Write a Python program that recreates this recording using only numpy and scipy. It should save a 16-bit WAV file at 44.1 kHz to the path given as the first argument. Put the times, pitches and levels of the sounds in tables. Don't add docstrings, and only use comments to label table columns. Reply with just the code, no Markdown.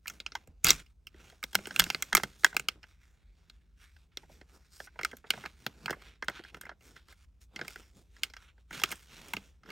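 import sys
import numpy as np
from scipy import signal
from scipy.fft import rfft, irfft
from scipy.io import wavfile
from scipy.ndimage import uniform_filter1d

SR = 44100
rng = np.random.default_rng(int(sys.argv[2]) if len(sys.argv) > 2 else 0)


def log_audio(samples):
    frames = np.atleast_2d(samples).T
    limited = np.clip(frames, -1, 1)
    pcm = np.round(limited * 32767).astype(np.int16)
    wavfile.write(sys.argv[1], SR, pcm)


N = 428211


def gain_of(db):
    return 10 ** (np.asarray(db) / 20)


def evened(x):
    return x / np.sqrt(np.mean(x ** 2) + 1e-20)


def peaked(x):
    return x / (abs(x).max() + 1e-20)


def read(points, hz):
    f, value = np.transpose(points)
    return np.interp(np.log(hz + 1), np.log(f + 1), value)


def add(mix, s, sound):
    part = mix[round(s * SR):][:len(sound)]
    part += sound[:len(part)]


def bands(x, edges):
    kinds = [(edges[0], "low")]
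    kinds += [(pair, "band") for pair in zip(edges, edges[1:])]
    kinds += [(edges[-1], "high")]
    filters = [signal.butter(3, hz, kind, fs=SR, output="sos") for hz, kind in kinds]
    return [signal.sosfilt(sos, x) for sos in filters]


# (per Hz, relative)
RUMBLE_COLOUR = [(15, -38), (30, -16), (48, 4), (75, 1), (100, -14.5), (170, -16), (300, -29.5), (600, -38),
                 (1200, -51), (5000, -50.5), (16000, -56)]
# f/Hz, likeness (1 = the same)
RUMBLE_LIKENESS = [(60, 1), (600, 0.17), (5000, .8)]
RUMBLE_DB = -61.5


def air():
    hz = np.fft.rfftfreq(N, 1 / SR)
    left, other = rfft(rng.standard_normal((2, N)))
    same = np.clip(read(RUMBLE_LIKENESS, hz), -1, 1)
    right = same * left + np.sqrt(1 - same ** 2) * other
    spectrum = np.array([left, right]) * gain_of(read(RUMBLE_COLOUR, hz))
    return gain_of(RUMBLE_DB) * evened(irfft(spectrum, N))


# f/Hz, time to fall by 60 dB/s
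ROOM_FADE = [(200, 0.23), (1000, 0.29), (4000, .2), (12000, 0.25)]


def room(x):
    taps = np.zeros((2, SR // 2))
    starts = np.arange(60, SR // 2 - 20, 20)
    at = starts + rng.integers(0, 20, (2, len(starts)))
    np.put_along_axis(taps, at, rng.choice([-1., 1.], at.shape), 1)
    hz, t, z = signal.stft(taps, SR, nperseg=256)
    fade = gain_of(-60 * t / read(ROOM_FADE, hz)[:, None])
    tail = signal.istft(z * fade, SR, nperseg=256)[1]
    tail /= np.linalg.norm(tail[0])
    return signal.fftconvolve(x[None], tail, axes=1)[:, :N]


def spread(x):
    echoes = rng.standard_normal(400) * np.exp(-np.arange(400) / 30.0)
    dull_echoes = uniform_filter1d(echoes, size=5) / np.linalg.norm(echoes)
    side = signal.oaconvolve(x, dull_echoes)[:N]
    side = bands(side, (250,))[1]
    return side * np.array([[1], [-1]])


# t/s, level/dB (peak before the mix), f/Hz, time to fall by 60 dB/s
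THUDS = [(.48, -45.5, 76.6, .15), (0.647, -31, 151.5, 0.09), (0.655, -34, 60, 0.24),
         (.715, -39.5, 43.8, 0.28), (1.55, -42, 201, 0.2), (1.796, -32.5, 178, 0.2), (2.13, -36, 203, 0.12),
         (2.235, -37.5, 203, 0.06), (4.239, -57, 161.1, 0.14), (5.902, -45, 133, 0.065),
         (8.71, -48, 169.6, 0.1), (7.958, -55.5, 194.2, 0.084), (9.178, -52.5, 168.2, 0.27),
         (9.34, -40.5, 194, 0.2)]


def bumps():
    out, t = np.zeros(N), np.arange(SR // 2) / SR
    for s, db, hz, t60 in THUDS:
        shake = rng.standard_normal(SR // 2)
        dull_noise = evened(uniform_filter1d(uniform_filter1d(shake, 90), 90))
        body = np.sin(2 * np.pi * hz * t) + .5 * dull_noise
        rise = 1 - np.exp(-t / 0.01)
        fade = gain_of(-60 * t / max(t60, .03))
        add(out, s, gain_of(db) * peaked(body * rise * fade))
    return out


def ring(hz, width, size=2048):
    t = np.arange(size) / SR
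    return np.exp(-np.pi * width * t) * np.sin(2 * np.pi * hz * t)


# f/Hz, width/Hz, level/dB (relative)
TRAY_MODES = [(240, 250, -2.5), (380, 240, 1.5), (770, 910, -5), (1244, 200, -5.5), (1578, 260, -2.5),
              (2102, 120, -5), (2790, 500, -4.5), (3257, 120, -11.5), (4204, 690, -2), (5170, 280, -6.5),
              (6500, 2500, -1.5), (8730, 850, 0), (12400, 460, -9), (15200, 3000, -39)]


def tray_ring(luck_db=0):
    gains = gain_of(np.array(TRAY_MODES)[:, 2] + luck_db)
    body = 0
    for k, (hz, width, _) in enumerate(TRAY_MODES):
        body = body + (-1) ** k * gains[k] * ring(hz, width)
    tick = np.diff(ring(5000, 5700), prepend=0)
    return body + 3.9 * tick


STROKE_DROP_DB = 20
STROKE_BEND = 1.5
WAKE_DB_PER_S = 300
WAKE_LEVELS = (-38.5, -38, -19)
STILL_LEVELS = (-89, -94, -83.5)
# t/s (fullest), level/dB (before the mix), swell/s, fade/s,
# bright part level/dB, dull part level/dB (both relative to the stroke)
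HAND_STROKES = [(0.12, -61.5, 0.077, 0.11, -1.5, -0.5), (0.392, -69.5, 0.33, 0.099, -7.5, 2),
                (0.472, -76.5, 0.0065, 0.12, -15.0, 8.5), (0.66, -30.5, 0.016, 0.063, -1, -10.5),
                (0.7, -30, 0.035, 0.041, -2.5, -11), (0.794, -54, 0.137, 0.04, -4.5, -4.5),
                (0.905, -76.5, 0.25, 0.041, -4.5, -18.5), (1.212, -61, 0.094, 0.015, -11, -7.5),
                (1.274, -61.5, 0.16, 0.14, -4, -2.5), (1.514, -69, 0.063, 0.018, 2, -8),
                (1.622, -61, 0.12, 0.021, -6, 5), (1.723, -63.5, 0.124, 0.043, -2.5, 1.0),
                (1.882, -50.5, 0.39, 0.15, -2.5, -3), (2.022, -62.5, 0.098, 0.035, -5, 7),
                (2.091, -61.0, 0.129, 0.19, -2, 1), (2.25, -62.5, 0.25, 0.26, -2.5, -5),
                (2.397, -66.5, 0.019, 0.189, 7, -19), (2.569, -64, 0.248, 0.24, -16.5, 4.5),
                (2.759, -70, 0.008, 0.041, -11, 12), (2.902, -68, 0.12, 0.089, -5.5, -6.0),
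                (3.038, -71, 0.076, 0.205, -4.5, -9.5), (3.24, -78.5, 0.25, 0.24, -12, -4.0),
                (3.405, -75, 0.128, 0.163, -7, -3.0), (3.505, -73.5, 0.083, 0.249, -9, -8.0),
                (3.824, -61.5, 0.058, 0.11, -4.5, -18.0), (3.999, -74, 0.239, 0.11, -4.5, -18),
                (4.121, -71.5, 0.008, 0.064, -16.0, -17.0), (4.2, -69.5, 0.069, 0.146, -3.5, -2),
                (4.321, -64.5, 0.049, 0.14, -2.5, 2), (4.507, -68, 0.056, 0.039, -4.0, -4.0),
                (4.551, -65.5, 0.037, 0.051, 1.5, 3.5), (4.667, -73, 0.126, 0.047, -0.5, -11),
                (4.74, -65.5, 0.039, 0.126, 5, -12.5), (4.849, -62.5, 0.13, 0.034, 5.5, -7.5),
                (5.082, -64.5, 0.27, 0.15, -7.5, -4.0), (5.18, -71, 0.19, 0.045, -4, -18),
                (5.269, -59.5, 0.0081, 0.026, -14.5, 0.5), (5.361, -54, 0.1, 0.22, -6.5, -3),
                (5.649, -63, 0.15, 0.2, -6, -3.0), (5.855, -60.5, 0.14, 0.25, -5.5, 2),
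                (6.073, -55.0, 0.11, 0.064, -11.5, -5.5), (6.136, -66, 0.096, 0.072, -15, -6.5),
                (6.376, -51, 0.12, 0.059, -13.5, -16.5), (6.487, -59.0, 0.074, 0.04, -11, -11),
                (6.567, -65.5, 0.062, 0.031, -6, 9), (6.64, -65.5, 0.062, 0.13, -12.5, 3.5),
                (6.857, -63.5, 0.06, 0.162, 0, -1.0), (6.962, -58.5, 0.008, 0.081, -10.0, -11.0),
                (7.114, -59.5, 0.051, 0.035, -5, -7.5), (7.24, -70, 0.19, 0.025, -3.0, -9.5),
                (7.418, -71.5, 0.014, 0.048, 8, -2.5), (7.577, -61.0, 0.065, 0.25, -9, 5.0),
                (7.705, -58.5, 0.09, 0.14, 1.0, -20), (7.793, -60.5, 0.019, 0.14, -3, -1),
                (7.984, -69, 0.083, 0.079, 1.0, 4), (8.197, -67.5, 0.15, 0.034, -4.5, -6.5),
                (8.24, -60.5, 0.034, 0.063, -4.5, 0), (8.448, -63.5, 0.16, 0.051, -6.5, -14.0),
                (8.49, -63, 0.025, 0.04, -14.5, -14), (8.611, -76.5, 0.07, 0.027, -5.5, -6.5),
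                (8.745, -46, 0.037, 0.21, -6, -7), (8.919, -48.5, 0.066, 0.031, -2, -10),
                (8.974, -60.5, 0.219, 0.17, 0, -11.5), (9.124, -55, 0.053, 0.35, -6, -4),
                (9.3, -57.0, 0.25, 0.2, -4.0, -2.0), (9.458, -65.5, 0.097, 0.07, -2, -3),
                (9.706, -57, 0.066, 0.06, -11, 5.0)]


def handling(step=64):
    t = np.arange(0, N + step, step) / SR
    s, db, swell, fade, bright, dull = np.transpose(HAND_STROKES)[:, :, None]
    distance = np.where(t < s, (s - t) / abs(swell), (t - s) / abs(fade))
    shape = db - STROKE_DROP_DB * distance ** STROKE_BEND
    strokes = (shape, shape + bright, shape + dull)

    s, ring_db, crack, edge, flex, _ = np.transpose(PEEL_SNAPS)[:, :, None]
    wake = np.where(t < s, -200, -WAKE_DB_PER_S * (t - s))
    crack_db = ring_db + crack
    snap_parts = (np.maximum(ring_db, crack_db), crack_db + edge, ring_db + flex)

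    levels = []
    for still, stroke, snap, left in zip(STILL_LEVELS, strokes, snap_parts, WAKE_LEVELS):
        power = gain_of(2 * still) + gain_of(2 * stroke).sum(0) + gain_of(2 * (wake + snap + left)).sum(0)
        levels.append(np.interp(np.arange(N) / SR, t, np.sqrt(power)))
    return levels


# (per Hz, relative)
FILM_COLOUR = [(60, -34.5), (120, -2), (350, -5), (600, -15.5), (1000, -11), (1500, -5), (2600, -7),
               (4500, -12), (8000, -14.5), (12000, -20), (15500, -23.5), (17000, -37.5)]


def rustle(per_s=2900.0, spread_db=1.5, smooth=0.55, clump_db=1.0, patchy_db=2.0):
    size = gain_of(spread_db * np.minimum(rng.exponential(1, N), 4.5))
    size *= rng.random(N) < per_s / SR
    creases = evened(size * rng.standard_normal(N))
    ticks = creases + smooth * rng.standard_normal(N)
    ticks *= gain_of(clump_db * evened(uniform_filter1d(rng.standard_normal(N), 500)))

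    film = irfft(rfft(ticks) * gain_of(read(FILM_COLOUR, np.fft.rfftfreq(N, 1 / SR))), N)
    tray = signal.oaconvolve(ticks, tray_ring())[:N]
    sound = evened(film) + 0.14 * evened(tray)

    z = signal.stft(sound, nperseg=256)[2]
    drift = uniform_filter1d(rng.standard_normal(z.shape[::-1]), 40, 0)
    patches = uniform_filter1d(drift, 4, 1).T
    sound = signal.istft(z * gain_of(patchy_db * evened(patches)), nperseg=256)[1][:N]

    dull, middle, bright = bands(sound, (900, 4500))
    return sum(level * evened(part) for level, part in zip(handling(), (middle, bright, dull)))


SLIP_MS = .5
SLIP_MS_PER_DB = 0.0263
SLIP_PITCH_POWER = -0.33
SLIP_SCATTER = 0.16
# t/s, tray ring level/dB (peak before the mix), film crack level/dB (over the ring),
# bright edge level/dB (over the crack), tray bending level/dB (over the ring), pitch of the patch f/Hz
PEEL_SNAPS = [(0.0568, -34.5, -15, -9, -23, 1370), (0.071, -42.5, 10, -5, -24, 2410),
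              (0.0794, -36.5, 11, 1.5, -30, 2540), (0.0983, -36.5, 4, 0, -25.0, 6370),
              (0.2009, -37.5, 8.5, -14, -9, 3840), (0.2628, -29.5, 8, -30, -22.5, 2510),
              (0.3196, -39.5, 4.5, -29, -13.5, 5460), (0.3516, -25.5, 0.0, -13.5, -24, 980),
              (0.4735, -56.5, 2.5, 5.5, 5, 7600), (0.6415, -41, 1, 15, 0, 7440),
              (0.6451, -20, 4, 15, -11, 8640), (0.668, -18, 8, -3, -19.0, 4340),
              (0.6746, -21.5, 5, -13, -19, 4760), (0.6854, -24.5, 11.0, 0.0, -12, 4840),
              (0.6912, -24.5, 12.5, -14, -14, 4400), (0.6962, -22.5, 10.5, -12, -9, 4570),
              (0.7051, -16, 15.5, -2, -15, 5630), (0.7157, -27.5, 9.5, -10.0, -14, 4890),
              (0.7978, -45, 2, -2, -15, 1590), (0.8623, -67, 12, -11, -8, 3070),
              (1.0688, -43, 9.5, -7, -21, 2724), (1.142, -52.0, -7, -15, 3, 1980),
              (1.2992, -49.0, 2.5, -6.5, -7.5, 1550), (1.3212, -56, -3, -10, 1, 720),
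              (1.428, -27.5, -7.5, -2.5, -31.5, 2230), (1.4385, -30.5, 9.5, -3.0, -7.5, 5240),
              (1.5297, -43.0, 4.5, -2.5, -5.5, 1510), (1.546, -32.0, 2, -4, -4, 2170),
              (1.5522, -13.5, 3, -3.5, -13.5, 1440), (1.5866, -37, -9, -11, -2, 2480),
              (1.6551, -35, 3.5, -17, -14, 3130), (1.67, -35, 1.5, 1.5, -2, 1460),
              (1.707, -30.5, -3.5, -25, -14, 1630), (1.7613, -24, 6, -4.5, -24.5, 3200),
              (1.792, -24.5, 4.0, 1, -12, 2910), (1.7961, -12, 7.5, -1.5, -19.0, 3260),
              (1.8012, -15.5, 4, -5, -19, 1680), (1.8185, -25.5, 0.0, -8.5, -9, 1420),
              (1.8397, -34, 14, -3.5, -7.5, 5200), (1.8638, -34.5, -8, -4.0, -8, 2200),
              (1.9012, -20, 4.5, -8, -20, 3270), (1.9464, -21, 4.5, -14, -13, 4370),
              (2.0239, -22.5, 3, 4, -31.0, 8140), (2.1244, -24.5, -26, -11.5, -21, 1360),
              (2.1283, -15.0, -3, -9, -17.5, 1640), (2.1502, -6.0, -2, 5.5, -22.5, 2260),
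              (2.1685, -17, 5.5, -6, -21, 1660), (2.1754, -19.0, -3, -2, -8, 1460),
              (2.1976, -31.5, -14, -13, -9, 1510), (2.2337, -21.0, -0.5, -4, -8.5, 1500),
              (2.4339, -32, -5.5, -12, -9.0, 1480), (2.4452, -3.5, -3, -3.5, -31, 1580),
              (2.4629, -25.0, -5.5, -2, -12, 1700), (2.5272, -36, -15, -7.5, -17.0, 1510),
              (2.5439, -43.5, -3, -1.5, 2, 730), (2.5662, -13.0, 1, -3, -22.0, 2500),
              (2.596, -25.5, 2, -2.0, -17, 2600), (2.6854, -20.0, 7, -10, -19.5, 2640),
              (2.8296, -49.5, 5.5, -18, -15.5, 2740), (2.8386, -41.5, -4.0, -22.0, -12.5, 1720),
              (3.4977, -52.5, 12.0, -12, -13.0, 4180), (3.9636, -52.5, -3, -11.5, -18.0, 1722),
              (4.1716, -37, 13.5, -14.5, -3, 5530), (4.2312, -52.5, -13, -5, -0.5, 870),
              (4.2942, -64.5, -1, -0.5, 13.5, 600), (4.412, -46, -2.0, -22.5, 0.0, 1890),
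              (4.8011, -31.5, -6, -9, -4.5, 1610), (4.871, -42, -10.5, -11.5, -18.0, 1490),
              (4.956, -50.5, -15.5, -9.5, -2.0, 840), (4.99, -27, -9.5, -15.5, -8.5, 2220),
              (5.011, -31, -8.5, -6, -13.5, 1450), (5.032, -27.5, 3, -11, -10.5, 2220),
              (5.048, -19, 2, -4, -23.5, 2170), (5.1132, -42, -1, -7, -12.5, 2110),
              (5.1296, -40, -17, -7.5, 0.5, 1510), (5.1682, -52.5, 2.5, 10, -6.0, 8850),
              (5.241, -44.5, -20.5, -14.5, -3.5, 1345), (5.3042, -17.5, 6.0, -6.5, -21, 2640),
              (5.3351, -31, -8.5, -14, -4, 1640), (5.3751, -40, -16, -6, -1.5, 690),
              (5.437, -33.5, -15, -7.0, -6, 1430), (5.4528, -32, -10, -17.0, -9.0, 1240),
              (5.4593, -25.5, -5, -16, -19, 2300), (5.6643, -23.5, 4, -10, -8, 2160),
              (5.8582, -25.5, 2, -12, -14, 2430), (5.88, -24, -20.5, -13.5, -28.5, 1610),
              (5.895, -24.0, -13, -15.0, -10, 1490), (5.9056, -25.5, -1.5, -4.5, -2.5, 1810),
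              (5.9264, -30, -16.5, -1, -12.0, 1250), (5.9625, -55.5, -9, -6, 7, 600),
              (6.019, -43, -5.5, -6.5, -14, 1520), (6.2237, -25.5, -8, -20.5, -10.5, 1530),
              (6.244, -58, 4.5, 7.5, -6.5, 9110), (6.2825, -17.5, -5.5, -9.5, -9.5, 1400),
              (6.2965, -31.5, -16, 7, -8, 1360), (6.3915, -38, -15.0, -7, -1, 1550),
              (6.4367, -44, 2, -13, -11.0, 1760), (6.4472, -40, -8.5, -12.0, -18, 1610),
              (6.5443, -33, -5, -13, -14, 1350), (6.5674, -45.5, -10, -2, -3, 1530),
              (6.6112, -36.5, -2.5, 4.5, -24.0, 1530), (6.633, -43.5, -15.0, 2, -6.5, 1610),
              (6.6525, -38, -14, -1.5, -28.5, 1610), (6.665, -39.5, -15, -12, -7.0, 2200),
              (6.692, -30.5, -13, -27.5, -11.5, 1327), (6.7139, -43, -21, -15, -1, 1540),
              (6.807, -57.5, 0, -5.5, -7, 2666), (6.963, -43, -7, -10, -19, 1530),
              (7.0835, -50, -0.5, -1, -15.0, 1574), (7.1235, -47.5, -3.5, -1, -15.0, 1490),
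              (7.56, -34, 3.5, -15, -9, 2020), (7.5905, -33, -5, -18, -8, 1490),
              (7.6118, -27.0, -2.5, -24, -9.5, 1520), (7.6475, -39, -5.5, -12.5, -13, 1890),
              (7.6798, -33.5, 5, -1.5, -13, 2300), (7.705, -44.5, -1, 1.0, -18, 5490),
              (7.7583, -32, -10, -3.5, -14, 2005), (8.165, -48.5, -1, -12, -19.5, 1526),
              (8.2334, -25, 12, -9, -32.5, 3130), (8.299, -51, 6, -10, -6.5, 2220),
              (8.336, -38.5, -2.5, -12, -23, 1580), (8.3655, -37, -3.5, -15, -21, 2130),
              (8.4212, -59, 0.5, -4.5, -14, 2085), (8.5789, -58, -9.0, -12.5, -3.5, 2027),
              (8.7072, -33.5, -14.5, -0.5, -12.0, 1550), (8.7277, -41, 1, -4, -9.5, 2200),
              (8.7492, -38.5, -2, -5.0, -15.5, 1550), (8.797, -36, 2, -7.0, -13, 1250),
              (8.8152, -36.5, 4, -7.0, -5, 930), (8.836, -14, 2, -5.0, -18.5, 2110),
              (8.857, -40.5, 5, -7, -13, 3490), (8.9057, -45.5, 9.5, -5, -2, 2520),
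              (8.915, -33.0, 3, 2, -11.0, 3170), (8.921, -32, 3.5, -5, -15, 1610),
              (8.924, -31.0, -3, 2.0, -10, 1550), (8.9552, -59.5, 12, 5, -2.5, 2830),
              (9.2832, -52.5, 8, 4, -11, 2520), (9.3346, -25, 2.0, -4.5, -10.5, 900),
              (9.3664, -29, 3.5, -14.5, -6.5, 2840), (9.6326, -49.5, -5, -19, -10.5, 1330),
              (9.6578, -45.5, -8.5, -13.5, -11, 1430), (9.689, -43, -5, -18.0, -11, 1533),
              (9.7027, -37, 2, -13, -15, 2200)]


def snaps():
    out, t = np.zeros(N), np.arange(1024) / SR
    for s, ring_db, crack, edge, flex, hz in PEEL_SNAPS:
        crack_db = ring_db + crack
        edge_db = crack_db + edge
        flex_db = ring_db + flex

        ms = SLIP_MS - SLIP_MS_PER_DB * crack_db
        ms *= (hz / 2000) ** SLIP_PITCH_POWER
        ms *= np.exp(SLIP_SCATTER * rng.standard_normal())
        u = t / (max(ms, .15) / 1000)
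        fade = np.exp(-u) + 0.14 * np.exp(-u / 6.3)
        slip = rng.standard_normal(1024) * (1 - np.exp(-u * 2.0)) * fade

        patch = gain_of(3.5) * ring(hz, 200 + 0.087 * hz)
        tray = tray_ring(2.5 * rng.standard_normal(len(TRAY_MODES)))
        sound = signal.fftconvolve(slip, tray + patch)
        _, bending, ringing, cracking, bright = bands(sound, (160, 900, 2500, 6000))
        snap = gain_of(ring_db) * peaked(ringing)
        snap += gain_of(crack_db) * peaked(cracking)
        snap += gain_of(edge_db) * peaked(bright)
        add(out, s, snap)
        add(out, s + .0015, gain_of(flex_db) * peaked(bending))
    return out


def scene():
    near = snaps() + rustle() + bumps()
    direct = near * gain_of([[-.2], [.2]])
    return direct + gain_of(-30) * room(near) + gain_of(-15.0) * spread(near) + air()


# f/Hz, lead of the left/radians
PORT_PHASE = [(0, 0), (860, -.4), (1600, .1), (3200, -.6), (6800, -.2), (8300, -.9), (9300, 1),
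              (15600, 12.5), (22050, 12.6)]
TREBLE_LIMIT_HZ = 16800


def record(dry):
    lead = np.interp(np.fft.rfftfreq(N, 1 / SR), *np.transpose(PORT_PHASE))
    turn = np.exp(.5j * lead)
    ports = irfft(rfft(dry) * np.array([turn, 1 / turn]), N)
    ports = ports / (1 + (ports / .88) ** 4) ** .25
    low_pass = signal.firwin(511, TREBLE_LIMIT_HZ, window=("kaiser", 9), fs=SR)
    return signal.oaconvolve(ports, low_pass[None], "same")


dry = scene()
out = record(dry)
log_audio(out)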